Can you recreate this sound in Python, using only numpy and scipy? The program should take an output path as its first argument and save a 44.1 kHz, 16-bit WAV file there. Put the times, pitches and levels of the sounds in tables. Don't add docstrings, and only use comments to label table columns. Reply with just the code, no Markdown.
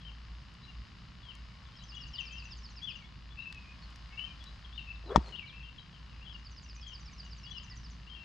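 import sys
import numpy as np
from scipy import signal
from scipy.fft import rfft, irfft, next_fast_len
from scipy.io import wavfile

SR = 44100
rng = np.random.default_rng(int(sys.argv[2]) if len(sys.argv) > 2 else 0)


def generate_wav(signal):
    frames = np.transpose(np.atleast_2d(signal))
    scaled = np.clip(frames, -1, 1) * 32767
    pcm = np.round(scaled).astype(np.int16)
    wavfile.write(sys.argv[1], SR, pcm)


def volts_from_decibels(level):
    exponent = np.asarray(level, float) / 20
    return 10 ** exponent


N = 363774


def rms_one(x):
    return x / np.sqrt(np.mean(x ** 2) + 1e-20)


def at_hz(points, hz):
    table_hz, value = np.transpose(points)
    return np.interp(np.log(hz), np.log(table_hz), value)


def level_curve(s, db):
    return volts_from_decibels(np.interp(np.arange(N) / SR, s, db, left=-150, right=-150))


def sides(db):
    return volts_from_decibels(np.multiply.outer([.5, -.5], db))


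def drift(rate_hz, size=N):
    r = np.exp(-2 * np.pi * rate_hz / SR)
    noise = rng.standard_normal(size + SR)
    return rms_one(signal.lfilter([1], [1, -2 * r, r * r], noise)[SR:])


def ring(clicks, hz, t60):
    r = volts_from_decibels(-60 / (t60 * SR))
    w = 2 * np.pi * hz / SR
    return signal.lfilter([0, np.sin(w)], [1, -2 * r * np.cos(w), r * r], clicks + 1e-18)


def click(s, soft_hz, order=2):
    out = np.zeros(N)
    out[round(s * SR)] = 1
    return signal.sosfilt(signal.butter(order, soft_hz, fs=SR, output="sos"), out)


def trees(x, t60, wet_db):
    u = np.arange(SR // 2) / SR
    shared = rng.standard_normal(len(u))
    own = rng.standard_normal((2, len(u)))
    fade_in = np.clip(u / 0.0071, 0, 1)
    tail = (shared + .6 * own) * volts_from_decibels(-60 * u / t60) * fade_in
    tail = tail / np.sqrt(np.sum(tail ** 2, axis=1, keepdims=True))
    return x + volts_from_decibels(wet_db) * signal.fftconvolve(x, tail, axes=1)[:, :N]


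def port(x):
    return signal.sosfilt(signal.butter(5, 7600.0, fs=SR, output="sos"), x)


def ring_modes(hit, modes):
    return sum(volts_from_decibels(db) * sides(lean_db)[:, None] * ring(hit, hz, t60) for hz, db, t60, lean_db in modes)


def torn_grass():
    # start_s, level_db
    divot = [(5.1587, -51), (5.16, -26), (5.167, -33), (5.171, -47), (5.19, -67.5), (5.28, -58),
             (5.361, -63)]
    grains = rng.standard_normal(N) * volts_from_decibels(4.3 * drift(400.0))
    band = signal.butter(1, [300.0, 1500.0], "band", fs=SR, output="sos")
    torn = rms_one(signal.sosfilt(band, grains))
    return torn * level_curve(*np.transpose(divot)) * sides(4.3)[:, None]


def strike():
    # pitch_hz, level_db, t60_s, left_minus_right_db
    face_modes = [(937, -8, 0.032, 17), (1147, 3, 0.0064, 16), (1834, -8, 0.041, 6)]
    # pitch_hz, level_db, t60_s, left_minus_right_db
    blade_modes = [(3450, -22.5, 0.012, 9), (4500, -35, 0.018, 6), (5320, -28.5, 0.017, -9),
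                   (6700, -39, 0.014, -10)]
    # pitch_hz, impact_level_db, t60_s, sole_level_db
    turf_modes = [(57.7, -2.5, 0.17, -10), (150, -8, 0.065, -9.5), (200, 2, .04, 3.5), (300, -22, .03, 1)]
    strike_s, sole_s = 5.1597, 5.1765
    squash = click(strike_s - .0002, 1350.0, order=4)
    hard_edge = click(strike_s, 9000.0)
    crack = -ring_modes(squash, face_modes)
    blade = ring_modes(hard_edge, blade_modes)

    first, second = click(strike_s + 0.00081, 500.0), click(sole_s, 450.0)
    thump = sum(ring(volts_from_decibels(db) * first + volts_from_decibels(sole_db) * second, hz, t60)
                for hz, db, t60, sole_db in turf_modes)
    t = np.arange(N) / SR
    thump = thump * np.clip((strike_s + 0.056 - t) / 0.027, 0, 1)
    bright = trees(volts_from_decibels(-10) * crack + blade + torn_grass(), 0.46, -27.5)
    return port(bright) + volts_from_decibels(-22) * thump


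def swish():
    # start_s, level_db, shedding_hz
    passes = [
        [(5.04, -59, 300), (5.075, -56, 338), (5.095, -46, 403), (5.12, -37, 427), (5.14, -46.5, 527),
         (5.158, -37, 600)],
        [(5.175, -52.5, 402.4), (5.21, -57, 345.3), (5.24, -73, 406.4), (5.285, -56, 462), (5.32, -71, 392),
         (5.4, -74, 400)],
    ]
    parts = ((1.0, 3.0, 60.4), (2.1, -2.5, 200.0), (3.0, -6.5, 300.0), (9.0, -25.0, 2100.0))
    out, t = np.zeros(N), np.arange(N) / SR
    for rows in passes:
        s, db, hz = np.transpose(rows)
        phase = 2 * np.pi * np.cumsum(np.interp(t, s, hz)) / SR
        bands = sum(volts_from_decibels(part_db) * drift(width_hz) * np.sin(multiple * phase)
                    for multiple, part_db, width_hz in parts)
        out += level_curve(s, db) * bands
    return out * sides(3.0)[:, None]


def snaps():
    # start_s, level_db, brightness_hz (the band spans 0.28 to 0.75 of it)
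    snap_events = [(.54, -59, 9550), (1.352, -54, 9100), (3.526, -41, 6570), (3.546, -48, 5500),
                   (3.904, -56.5, 9100), (3.959, -50, 7350), (4.44, -47.5, 7970), (5.29, -49, 5000),
                   (5.369, -64, 7000), (5.46, -56, 5000)]
    out = np.zeros(N)
    decay = volts_from_decibels(-60 * np.arange(600) / SR / 0.015)
    for s, db, hz in snap_events:
        band = signal.butter(2, [hz * 0.28, min(hz * 0.75, 15000)], "band", fs=SR, output="sos")
        burst = signal.sosfilt(band, rng.standard_normal(600) * decay)
        out[round(s * SR):][:600] += volts_from_decibels(db + 5.0) * burst / np.abs(burst).max()
    return out * sides(2.5)[:, None]


def add_note(out, s, length, hz_points, db, edge_s, flutter, swell_db=0.0):
    # pitch_hz, left_minus_right_db
    perch_side = [(2000, -3.5), (2400, -3.5), (2750, 13.5), (3100, 16.5), (3350, 14.5), (3900, 8.5),
                  (4500, -2.5)]
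    whole_s = length + edge_s
    u = np.arange(round(whole_s * SR)) / SR - edge_s / 2
    glide = np.polyfit([0, length / 2, length], hz_points, deg=2)
    hz = np.polyval(glide, np.clip(u, 0, length))
    at = max(round((s - edge_s / 2) * SR), 0)
    shape = signal.windows.tukey(len(u), min(2 * edge_s / whole_s, 1))
    shape = shape * volts_from_decibels(db + swell_db * (u / length - 1))
    note = shape * np.sin(2 * np.pi * np.cumsum(hz) / SR) * sides(at_hz(perch_side, hz))
    out[:, at:at + len(u)] += note[:, :N - at] * flutter[at:at + len(u)]


def birds():
    # start_s, length_s, start_hz, middle_hz, end_hz, level_db
    warble_notes = [(0.049, 0.036, 3067.0, 3140, 3020, -49.5), (0.08, 0.021, 3070, 2900, 2650, -47.5),
                    (0.677, 0.036, 2830, 2810, 2760, -54.5), (1.284, 0.042, 3124.0, 2970, 2560, -47.5),
                    (1.918, 0.027, 2750, 2830, 2955.0, -53), (1.943, 0.021, 3320, 3370, 3266.0, -50.5),
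                    (1.965, 0.022, 2960, 2920, 2970, -43), (2.003, 0.048, 2884.0, 2840, 2850, -47.5),
                    (2.138, 0.029, 3160, 2890, 2950, -47.4), (2.184, 0.03, 3200, 2900, 2640, -36.5),
                    (2.294, 0.045, 2524, 2620, 2580, -49), (2.304, 0.069, 3040, 3160, 2980, -52.4),
                    (2.336, 0.054, 2700, 2695.0, 2870, -45), (2.391, 0.033, 2620, 2732.0, 2750, -51),
                    (2.42, 0.02, 2730, 2544, 2750, -46), (2.443, 0.024, 2776.0, 2690, 2820, -47.5),
                    (2.819, 0.047, 3210, 3430, 3350, -40), (2.869, 0.027, 3330, 3087, 2760, -34.5),
                    (2.885, 0.022, 3452.0, 3110, 2870, -46), (2.9, 0.019, 2730, 2560, 2480, -40),
                    (2.951, 0.016, 3030, 2840, 2690, -45), (3.374, 0.031, 2546, 2716, 2672.0, -46),
                    (3.39, 0.021, 2625, 2704, 2680, -36.5), (3.416, 0.018, 2585, 2650, 2830, -44.5),
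                    (3.456, 0.033, 2575, 2640, 2650, -41.5), (3.483, 0.027, 2624, 2610, 2590, -44.5),
                    (3.546, 0.042, 2660, 2540, 2580, -46), (3.582, 0.042, 2576, 2546.0, 2570, -49),
                    (4.174, 0.027, 2709.0, 2740, 2601.0, -40.5), (4.187, 0.07, 2940, 2992, 3129.0, -38),
                    (4.294, 0.036, 2910, 3044, 2980, -54), (4.778, 0.023, 3090, 2780, 2710, -38),
                    (4.801, 0.021, 2770, 2590, 2617.0, -53), (4.873, 0.024, 2505, 2640, 2580, -43.5),
                    (4.899, 0.02, 2651.0, 2686, 2620, -36.5), (5.324, 0.025, 2995, 2910, 2770, -44),
                    (5.342, 0.021, 2725, 2916.0, 3333.0, -43), (5.376, 0.021, 3120, 2940, 2830, -39.5),
                    (5.388, 0.0098, 2810, 2760, 2570, -32.5), (5.455, 0.02, 3000, 2900, 3039.0, -51),
                    (5.474, 0.074, 2336, 2380, 2450, -53.5), (5.527, 0.046, 2670, 2639.0, 2700, -49),
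                    (5.568, 0.025, 2795.0, 2655, 2730, -49.5), (5.59, 0.03, 2660, 2692.0, 2520, -47.5),
                    (5.621, 0.038, 2740, 2710, 2870, -49.2), (5.668, 0.015, 2710, 2760, 2877.0, -53),
                    (5.78, 0.013, 3500, 3220, 3053.0, -48.5), (6.208, 0.036, 2446.0, 2760, 2820, -51.0),
                    (6.249, 0.019, 3275, 3320, 3330, -53), (6.267, 0.022, 3260, 3030, 3265.0, -49),
                    (6.29, 0.023, 3350, 3343.0, 3237.0, -54), (6.31, 0.022, 3160, 3040, 3166.0, -52.5),
                    (6.344, 0.022, 2990, 2840, 2809.0, -48.0), (6.822, 0.053, 3340, 3300, 3350, -50),
                    (6.868, 0.048, 3205, 3166, 3060, -49.0), (6.92, 0.017, 2847.0, 2880, 3137.0, -45),
                    (7.437, 0.06, 2730, 2908.0, 2909.0, -51), (7.466, 0.033, 3270, 3366, 3269.0, -50.5),
                    (7.508, 0.02, 3278.0, 3390, 3290, -46), (7.525, 0.032, 3030, 3051.0, 3083.0, -52),
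                    (7.527, 0.014, 3320, 3360, 3341.0, -51.9), (7.556, 0.029, 2890, 2900, 2720, -47),
                    (7.585, 0.036, 2960, 3075.0, 3101.0, -51.9), (8.097, 0.061, 3237.0, 3120, 3330, -48.5),
                    (8.153, 0.041, 2860, 2720, 2750, -47.5), (8.193, 0.053, 2670, 2730, 2660, -49),
                    (0.006, 0.031, 3377.0, 3280.0, 3275.0, -58), (0.093, 0.015, 2700, 2517.0, 2397.0, -63),
                 (0.63, 0.034, 3920, 3987.0, 3944.0, -51.5), (1.231, 0.07, 3440, 3240, 3156.0, -56),
                 (1.353, 0.052, 2234, 2195.0, 2188.0, -63), (1.485, 0.063, 2280, 2240, 2170, -62),
                 (1.65, 0.026, 3160, 3450, 3440, -61.5), (1.735, 0.029, 3120, 3200, 3230, -60.5),
                 (1.785, 0.033, 3966.0, 3955.0, 3916.0, -52.5), (1.814, 0.027, 2650, 3090, 3300, -54.5),
                 (1.976, 0.03, 3270, 3347.0, 3293.0, -52), (2.046, 0.016, 2700, 2770, 2534.0, -59),
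                 (2.064, 0.016, 2850, 2830, 2856.0, -51), (2.164, 0.03, 3900, 4000, 3950, -55),
                 (2.168, 0.035, 3390, 3600, 3050, -50), (2.17, 0.04, 1930, 1960, 1800, -59),
                 (2.216, 0.069, 2570, 2384, 2400, -54.5), (2.472, 0.02, 2610, 2579.0, 2744.0, -51),
                 (2.495, 0.047, 3950, 3600, 3100, -58.5), (2.681, 0.031, 4107.0, 4270, 3978.0, -55.5),
                 (2.77, 0.04, 2830, 2515.0, 2252.0, -56), (2.983, 0.027, 3050, 2920, 3224.0, -56.5),
                 (3.002, 0.048, 2440, 2240, 2198.0, -55.5), (3.043, 0.037, 3290, 3460.0, 3406.0, -58.2),
                 (3.303, 0.034, 3350, 3450, 3386.0, -56.3), (3.405, 0.025, 3850, 3900, 3926.0, -54),
                 (3.643, 0.055, 2380, 2463.0, 2535.0, -53.5), (3.685, 0.042, 2470, 2470, 2521.0, -53),
                 (3.818, 0.028, 4350, 4390, 4302.0, -53.5), (4.104, 0.093, 2210, 2207.0, 2297.0, -55),
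                 (4.128, 0.026, 2740, 2615, 2664.0, -50.5), (4.262, 0.07, 2610, 2420, 2420, -53.5),
                 (4.404, 0.031, 3430, 3350, 3430.0, -54), (4.458, 0.03, 3648.0, 3970, 3816.0, -50.5),
                 (4.644, 0.013, 3560, 3289.0, 3172.0, -52), (4.726, 0.053, 3230, 3640, 3507.0, -53),
                 (4.775, 0.045, 4400, 3900, 3580, -57), (4.95, 0.018, 4200, 3780, 3400, -55),
                 (5.058, 0.04, 4030, 4030, 3730, -54.5), (5.106, 0.024, 3327.0, 3375.0, 3519.0, -54.5),
                 (5.232, 0.032, 4830, 4500, 4150, -57), (5.262, 0.025, 4140, 4260, 3855.0, -53),
                 (5.325, 0.019, 4400, 4220, 4250, -59), (5.36, 0.03, 3300, 3750, 3100, -53.5),
                 (5.409, 0.045, 2490, 2300, 2280, -47), (5.472, 0.022, 4260, 4000, 3640, -52.5),
                 (5.494, 0.021, 3680, 3252.0, 3147.0, -51), (5.63, 0.037, 3350, 3130, 3098.0, -53.5),
                 (5.686, 0.013, 2850, 2760, 2742.0, -49), (5.788, 0.021, 3860, 3920, 3890, -54),
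                 (5.929, 0.052, 3400, 3000, 2650, -59.5), (6.1, 0.091, 3000, 2580, 2480, -63),
                 (6.658, 0.014, 2790, 2770, 2712.0, -55), (6.671, 0.12, 2720, 2490, 2480, -65.5),
                 (6.776, 0.028, 2453, 2530, 2517.0, -55.5), (7.086, 0.014, 2310.0, 2415.0, 2406.0, -52),
                 (7.112, 0.019, 2250, 2270, 2177.0, -56), (7.228, 0.055, 2950, 2916.0, 2738.0, -56.5),
                 (7.517, 0.034, 4035, 4058, 4054, -57), (7.673, 0.026, 3070, 2737.0, 2710, -56),
                 (7.709, 0.037, 1900, 1979.0, 1870.0, -52.5), (8.07, 0.025, 2670, 2900, 3100, -54)]
    # start_s, high_level_db, low_level_db
    trill_pairs = [(1.8343, -56.5, -52.5), (1.957, -57, -48), (2.0815, -56.5, -46.5), (2.2061, -56, -46),
                   (2.326, -53.5, -45.5), (2.4493, -53.5, -47), (2.579, -56.5, -45.5), (2.7067, -56.5, -47),
                   (2.831, -59, -47.5), (2.962, -61.5, -48.5), (6.3936, -64, -57.5), (6.514, -59, -52),
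                   (6.6343, -52.5, -50), (6.758, -54, -48.5), (6.8806, -54, -48.5), (7.004, -54, -46.5),
                   (7.1263, -56.5, -49), (7.2524, -57.5, -46.5), (7.3776, -56, -47.5), (7.5057, -58, -47.5),
                   (7.638, -52, -49.5), (7.766, -56, -47), (7.9084, -57, -50.5)]
    # lead_s, length_s, start_hz, middle_hz, end_hz
    low_lead_s, low_length_s, *low_hz = (.072, .032, 5500, 5050, 4450)
    high_lead_s, high_length_s, *high_hz = (.010, .024, 7500, 6350, 5850)
    song, trill = np.zeros((2, N)), np.zeros((2, N))
    flutter = volts_from_decibels(2.8 * drift(90.0))
    for s, length, *hz_points, db in warble_notes:
        add_note(song, s, length, hz_points, db - 5.0, .007, flutter)
    for s, high_db, low_db in trill_pairs:
        add_note(trill, s - low_lead_s, low_length_s, low_hz, low_db, .012, flutter, swell_db=7.5)
        add_note(trill, s - high_lead_s, high_length_s, high_hz, high_db + 1.0, .007, flutter, swell_db=12.5)
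    return trees(song, 0.38, -5.5) + trees(trill, 0.42, -6.0)


def stereo_noise(spectrum):
    # pitch_hz, likeness
    likeness = [(60, 1), (120, 0.88), (240, 0.77), (470, 0.45), (930, 0.76), (1840, 0.71), (3640, 0.64),
                (7220, 0.88)]
    # pitch_hz, left_minus_right_db
    lean = [(60, 0.5), (100, -1.5), (170, -0.5), (300, -2), (500, -2), (860, 3.5), (1460, 1.5), (2490, 9.5),
            (4240, -0.5), (7220, 2)]
    # centre_hz, width_hz, level_db
    housing = [(1064, 123, 3), (1790, 150, 4), (2900, 230, 7.5), (4950, 170, 5), (6420, 250, 4.5),
               (10960, 73, 11)]
    size = next_fast_len(N)
    hz = np.maximum(np.arange(size // 2 + 1) * SR / size, 1)
    mid, side = rfft(rng.standard_normal((2, size)))
    alike = np.clip(at_hz(likeness, hz), 0, 1)
    pair = np.sqrt(1 + alike) * mid + np.sqrt(1 - alike) * side * [[1], [-1]]
    peaks_db = sum(db / (1 + ((hz - centre) / width) ** 2) for centre, width, db in housing)
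    colour = volts_from_decibels(at_hz(spectrum, hz) + peaks_db) * sides(at_hz(lean, hz))
    return rms_one(irfft(pair * colour, size)[:, :N])


def distance():
    # start_s, level_db
    drone_levels = [(0.0, -52), (0.34, -47.5), (0.5, -59), (0.82, -44), (0.89, -60), (1.49, -51),
                    (1.54, -62.5), (2.13, -46.5), (2.18, -59), (2.34, -47.5), (2.48, -55), (2.57, -44.5),
                    (2.89, -60), (3.35, -49.5), (3.4, -69), (3.44, -55.5), (5.1, -48), (5.12, -54),
                    (5.17, -36.5), (5.37, -61.5), (5.65, -51), (5.9, -59.5), (6.11, -50.5), (7.19, -52),
                    (7.26, -47), (7.65, -54), (7.79, -47), (8.25, -67)]
    # pitch_hz, level_db_per_hz
    rumble_colour = [(13, -40.5), (22, -14.5), (43, -9), (60, -1.5), (70, -6), (86, -9), (119, -7),
                     (181, -11), (258, -20.5), (450, -34), (580, -67.5), (990, -120)]
    # pitch_hz, level_db_per_hz
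    air_colour = [(300, -27.5), (450, -7), (820, -6.5), (1100, -1.5), (2100, -8.5), (2550, -11), (4300, -6),
                  (5200, -9.5), (5900, -18.5), (7700, -25.5), (8300, -32.5), (10500, -38), (13000, -49.5),
                  (14000, -81)]
    s, db = np.transpose(drone_levels)
    t = np.arange(N) / SR
    drone_level = volts_from_decibels(np.interp(t, s, db) + 3.0 + 1.7 * drift(7.0))
    drone = drone_level * np.sin(2 * np.pi * 56.85 * t + .6 * drift(2.7))
    rumble = volts_from_decibels(-53 + .8 * drift(1.1)) * stereo_noise(rumble_colour)
    air = volts_from_decibels(-58.5 - 1.0 + 0.91 * drift(0.48)) * stereo_noise(air_colour)
    return drone + rumble + air


def camera_ticks():
    ticks = [(.0672, .0030), (.0795, .0028), (.5316, -.0080), (.5430, .0025)]
    picture_rate_hz, width_s = 29.94, 8.5e-5
    train = np.zeros(N + SR)
    pictures = np.arange(N / SR * picture_rate_hz)
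    for place, size in ticks:
        train[np.round((pictures + place) / picture_rate_hz * SR).astype(int)] = size
    u = np.arange(-30, 31) / SR / width_s
    spikes = np.convolve(train[:N], (1 - u ** 2) * np.exp(-u ** 2 / 2), "same")
    return (spikes + .03 * ring(spikes, 3000.0, 0.02)) * volts_from_decibels([[0.0], [-2.5]])


def scene():
    return strike() + swish() + snaps() + birds() + distance() + camera_ticks()


def top_cut(x):
    return signal.sosfilt(signal.butter(12, 13030, fs=SR, output="sos"), x)


def record(dry):
    return top_cut(dry)


dry = scene()
out = record(dry)
generate_wav(out)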